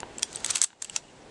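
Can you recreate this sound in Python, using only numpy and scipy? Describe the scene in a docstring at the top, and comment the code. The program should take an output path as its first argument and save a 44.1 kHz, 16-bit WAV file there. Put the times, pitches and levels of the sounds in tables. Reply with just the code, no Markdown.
"""Winding a metal film camera

Close up in a small, dead room, hands rub and knock on the case while pawls and levers click against it.
Gears scrape between the clicks, and the winding stroke ends in a loud clatter halfway through.
The recorder's gain control ducks the room noise under that clatter and lets it swell back.
A few more clicks follow, then faint squeaks of fingertips on metal."""
import sys
import numpy as np
from scipy import signal
from scipy.fft import rfft, irfft, next_fast_len
from scipy.io import wavfile

SR = 44100
rng = np.random.default_rng(int(sys.argv[2]) if len(sys.argv) > 2 else 0)


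def log_audio(samples):
    """Write samples as a 16-bit WAV file to the path given in sys.argv[1]."""
    # one column per channel
    frames = np.atleast_2d(samples).T
    # limit to full scale, then quantise
    limited = np.clip(frames, -1, 1)
    pcm = np.round(limited * 32767).astype(np.int16)
    wavfile.write(sys.argv[1], SR, pcm)


N = 57330

# EQ curves for the room tone, the hand rubs, the crack of a contact and the grit of the gears.
# Each row: frequency in Hz, relative level in dB.
ROOM_TONE_EQ = [(15, -56), (25, -10.5), (145, -5.5), (394, -3), (651, -8), (836, -6), (1310, -17),
                (1530, -15), (2860, -19), (3580, -21.5), (8180, -28), (10000, -32.5), (13000, -70),
                (22000, -120)]
RUB_EQ = [(30, -8.5), (110, -0.5), (400, -1.5), (850, -3.5), (1300, -12.5), (3000, -14.5), (10000, -58)]
CRACK_EQ = [(300, -28.5), (700, -23), (1000, -13), (2000, -11.5), (3300, -8.5), (5000, -6), (7500, -2.5),
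            (10000, -7.5), (12000, -11)]
GRIT_EQ = [(150, -59.5), (400, -12.5), (700, -8), (1000, -8.5), (1400, -1), (2000, -5), (3300, -3),
           (5000, -4), (7800, -0.5), (10000, -17.5), (12000, -23)]
# Swells of hands on the case, and of gears and sliding parts.
# Each row: peak time in seconds, rise and fall time constants in seconds, level in dB.
HAND_RUBS = [(.12, .25, 0.222, -51.5), (.47, 0.19, 0.255, -45), (.94, 0.12, 0.147, -43)]
GEAR_SCRAPES = [(0.227, 0.0039, 0.0065, -34.5), (0.364, 0.134, 0.146, -44.5), (.503, 0.02585, 0.02, -28),
                (0.57, 0.0329, 0.0252, -27.5), (0.625, 0.0069, 0.006, -17), (0.646, 0.0054, 0.0054, -16),
                (0.676, .02, 0.0463, -37.5), (0.828, 0.0236, 0.155, -39.5), (0.971, 0.024, 0.0116, -28)]
# Pawl and lever hits. Each row: start in seconds, level in dB over 1 ms before the low cut,
# crack energy decay in ms, pitch of the part in Hz, its share in dB, trim on the case ring in dB.
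LEVER_CLICKS = [ (.0030, -28.5, .5, 7250, -1.5, 5.5), (0.183, -24.5, .5, 7564, 6.5, -5),
                (0.1937, -31.5, .9, 8010, 2.5, 8.5), (0.2244, -25.5, .6, 6240, -4.5, 4),
                (0.2302, -9, 0.61, 5799, 1, -1.5), (0.231, -17, .6, 3213, -0.5, 9),
                (.2308, -25.5, .4, 883.3, 14, 0), (0.3287, -30, .8, 8200, -21, 3),
                (.3490, -30.5, .4, 3857, 10, 10), (0.3582, -19, .3, 8025, 6, -3),
                (0.3707, -33, .6, 7400, -6, 12.5), (0.404, -37.5, .3, 6500, -4, 0.5),
                (0.4448, -26.5, 0.34, 2044, 5, 3), (0.4464, -21.5, .5, 3433, 8, 5.5),
                (0.4455, -14, 0.28, 8050, -1, -18), (0.4597, -27.5, .5, 7600, -10.5, -6),
                (0.4619, -16, .7, 7160, -6, -10), (0.4998, -24.5, .7, 7060, -13, -12),
                (0.5046, -13, .7, 6044, -1.5, -15.5), (.5080, -9.5, 0.87, 8164, 3, -20),
                (.5350, -27.5, 1.2, 2300, 2, 27.5), (0.5516, -18.5, .6, 8000, -7.5, -10),
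                (0.5561, -8, .5, 3562, -7.5, 1), (0.559, -9, .6, 6900, -1.5, -12),
                (0.5686, -16, .7, 8100, -14.5, -17), (0.5713, -19, .8, 7260, -11, 1.5),
                (0.5804, -19.5, 1.2, 7500, 3, 3.5), (0.618, -0.5, .25, 7255, 4.5, -9.5),
                (0.6161, 5, 0.1, 6138, -13, -12.5), (.6235, -8, 0.92, 930, -19.5, -18),
                (0.6268, -0.5, 1.34, 7600, -12, -10.5), (0.6333, -6.5, .8, 7980, -17.5, -7),
                (0.6383, 4.5, 0.21, 8340, 2.5, 0), (0.6423, 7, .6, 7820, 4.5, -14),
                (0.6456, -5, 0.47, 965, -26.5, 14), (0.8192, -20.5, 0.85, 7102, -7.5, 2),
                (.8220, -6, 1.53, 7365, 2.5, -1.5), (0.8453, -13.5, 1.4, 7710, 8, 5),
                (.8490, -19.5, .9, 2680, 3, 10), (0.897, -17, .4, 7764, 11, -12.5),
                (0.8973, -19.5, .3, 2956, 9, 9), (0.9324, -33.5, .5, 4900, 8.5, -4.5),
                (0.9619, -4.5, .4, 5700, 6.5, 9), (0.9622, -8, 0.336, 7338, 12.5, 7),
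                (0.9642, -9.5, 0.555, 2923, -16.5, -1), (0.9733, -44, 0.66, 8260, 1, 0), ]
# Resonances of the steel works, of the hollow case, and of the case under a finger.
# Each row: frequency in Hz, relative level in dB, time to fall 60 dB in seconds.
WORKS_MODES = [(5975, -0.5, .008), (6501, 4, 0.00741), (7114, 0, 0.0075), (7763, 3, .008),
               (8457, -6, 0.013), (8943, 1, 0.0054), (10130, -3, 0.00524)]
CASE_MODES = [(918.7, -8.5, 0.019), (1340, -6, 0.0105), (1890, -17.5, 0.01), (2699.6, 1.5, 0.01057),
              (3243.3, 0.5, 0.0153), (3625, -0.5, 0.01275), (4361, 0, 0.0099), (4608, 4.5, 0.01074)]
FINGER_MODES = [(808, -6, 0.0286), (943, -3, 0.0235), (1496, 3.5, 0.01), (2202, -14, 0.036),
                (2945, 2.5, 0.0116), (3740, 0.5, 0.0067)]
# Fingers bumping the case. Each row: start in seconds, level in dB over 1 ms, low-pass cutoff in Hz.
FINGER_KNOCKS = [(.0312, -23.5, 1104), (.7043, -27, 7000), (.7302, -28.5, 1700)]
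# Skin slipping on metal. Each row: centre time in seconds, length in seconds, pitch in Hz, level in dB.
SKIN_SQUEAKS = [(1.047, 0.025, 2850, -54), (1.09, 0.0225, 2900, -51.5), (1.114, 0.0098, 5720, -66),
                (1.222, 0.0122, 5720, -58.5)]

RING_T = np.arange(4096) / SR  # time axis of one hit, in seconds
MS = .001


def undb(db):
    """Decibels to gain."""
    return 10 ** (np.asarray(db) / 20)


def unit(x):
    """Scale to an energy of one."""
    return x / np.sqrt(np.sum(x ** 2))


def fade(t60):
    """Exponential decay by 60 dB in t60 seconds."""
    return np.exp(-np.log(1000) * RING_T / t60)


def eq(x, curve):
    """Minimum-phase EQ through (Hz, dB) points, so nothing rings ahead of an attack."""
    hz, db = np.array(curve, float).T
    size = 2 * next_fast_len(len(x))
    bin_hz = np.maximum(np.arange(size // 2 + 1) * SR / size, 1)
    gain = undb(np.interp(np.log(bin_hz), np.log(hz), db))
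    cepstrum = irfft(np.log(gain))
    cepstrum[1:size // 2] *= 2
    cepstrum[size // 2 + 1:] = 0
    return irfft(rfft(x, size) * np.exp(rfft(cepstrum)))[:len(x)]


def texture(noise, curve):
    """Shape scene-long noise with an EQ curve and set its RMS to one."""
    return unit(eq(noise, curve)) * np.sqrt(N)


def wander(points):
    """A line through random values spread evenly over the scene."""
    return np.interp(np.linspace(0, 1, N), np.linspace(0, 1, points), rng.standard_normal(points))


def swells(movements):
    """An envelope that rises to the peak of each movement and falls away."""
    t = np.arange(N) / SR
    return np.sqrt(sum(undb(db) ** 2 * np.exp(2 * np.minimum((t - peak) / rise, (peak - t) / fall))
                       for peak, rise, fall, db in movements))


def ring(modes, scatter_db=2.5):
    """Struck modes die away, their balance and phases a little different on each hit."""
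    return unit(sum(undb(db + scatter_db * rng.standard_normal()) * fade(t60)
                    * np.sin(2 * np.pi * (hz * RING_T + rng.random())) for hz, db, t60 in modes))


def place(out, start, hit, db):
    """Mix in a hit whose energy equals db held for a millisecond."""
    i = max(int(start * SR), 0)
    out[i:i + len(hit)] += (unit(hit) * undb(db) * np.sqrt(MS * SR))[:N - i]


def room_tone(level_db=-48, waver_db=0.5):
    """A steady, slightly wavering bed of room noise."""
    level = undb(level_db - waver_db * wander(20))
    return texture(rng.standard_normal(N), ROOM_TONE_EQ) * level


def hand_rubs():
    """Soft, dull friction of hands shifting their grip."""
    return texture(rng.standard_normal(N), RUB_EQ) * swells(HAND_RUBS)


def lever_clicks(works_db=-1, case_db=-7.5, crack_db=2, part_t60_s=0.009, attack_s=0.000338):
    """Each contact cracks, and rings the works, the case and the part that struck."""
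    out = np.zeros(N)
    attack = 1 - np.exp(-RING_T / attack_s)  # the blow takes time to spread through the metal
    for start, db, decay_ms, part_hz, part_db, case_trim_db in LEVER_CLICKS:
        burst = rng.standard_normal(len(RING_T)) * np.exp(-RING_T / (2 * decay_ms * MS))
        crack = undb(crack_db) * unit(eq(burst, CRACK_EQ))
        part = undb(part_db) * ring([(part_hz, 0, part_t60_s)])
        works = undb(works_db) * ring(WORKS_MODES)
        case = undb(case_db + case_trim_db) * ring(CASE_MODES)
        place(out, start, attack * (works + case + part + crack), db)
    low_cut = signal.butter(6, 857, "high", fs=SR, output="sos")  # the clicks carry no bass
    return signal.sosfilt(low_cut, out)


def finger_knocks():
    """Soft fingers wake only the lower modes of the case: dull knocks."""
    out = np.zeros(N)
    for start, db, cutoff_hz in FINGER_KNOCKS:
        soften = signal.butter(1, cutoff_hz, fs=SR)
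        place(out, start, signal.lfilter(*soften, ring(FINGER_MODES)), db)
    return out


def gear_scrapes(slips_per_s=7000, scatter_db=2.5):
    """Dense tiny slips blur into grit that swells and dies with each movement."""
    slips = (rng.random(N) < slips_per_s / SR) * np.sign(rng.standard_normal(N))
    strength = undb(scatter_db * rng.standard_normal(N))
    return texture(slips * strength, GRIT_EQ) * swells(GEAR_SCRAPES)


def skin_squeaks(pitch_jitter=.05):
    """A fingertip slides on metal and sings briefly, with an unsteady pitch."""
    t, out = np.arange(N) / SR, np.zeros(N)
    for centre, length, hz, db in SKIN_SQUEAKS:
        pitch_hz = hz * (1 + pitch_jitter * wander(1500))
        tone = np.sqrt(2) * np.sin(2 * np.pi * np.cumsum(pitch_hz) / SR)
        envelope = np.exp(-(2 * (t - centre) / length) ** 2)
        out += undb(db) * tone * envelope
    return out


def dead_room(x, wet_db=-16.5, t60_s=0.0916, build_s=0.0044):
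    """Nearby surfaces add a brief diffuse tail."""
    build = 1 - np.exp(-(RING_T / build_s) ** 2)
    tail = rng.standard_normal(len(RING_T)) * fade(t60_s) * build
    return x + undb(wet_db) * signal.fftconvolve(x, unit(tail))[:N]


def scene():
    """The camera in its room, over dry hand rubs and room tone, in mono."""
    camera = lever_clicks() + finger_knocks() + gear_scrapes() + skin_squeaks()
    return (dead_room(camera) + hand_rubs() + room_tone())[None]


def record(dry, threshold_db=-29.5, memory_s=0.1144, ceiling=.98):
    """Gain control ducks the mix as recent power rises; peaks are soft-clipped and the top octave is cut."""
    step = 1 / (memory_s * SR)
    recent_power = signal.lfilter([step], [1, step - 1], dry[0] ** 2)
    ducked = dry[0] / np.sqrt(1 + recent_power / undb(threshold_db) ** 2)
    clipped = ceiling * np.tanh(ducked / ceiling)
    shelved = eq(clipped, [(10563, 0), (10763, -11.5)])
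    high_cut = signal.ellip(8, .2, 80, 11900, fs=SR, output="sos")
    return signal.sosfilt(high_cut, shelved)[None]


dry = scene()
out = record(dry)
log_audio(out)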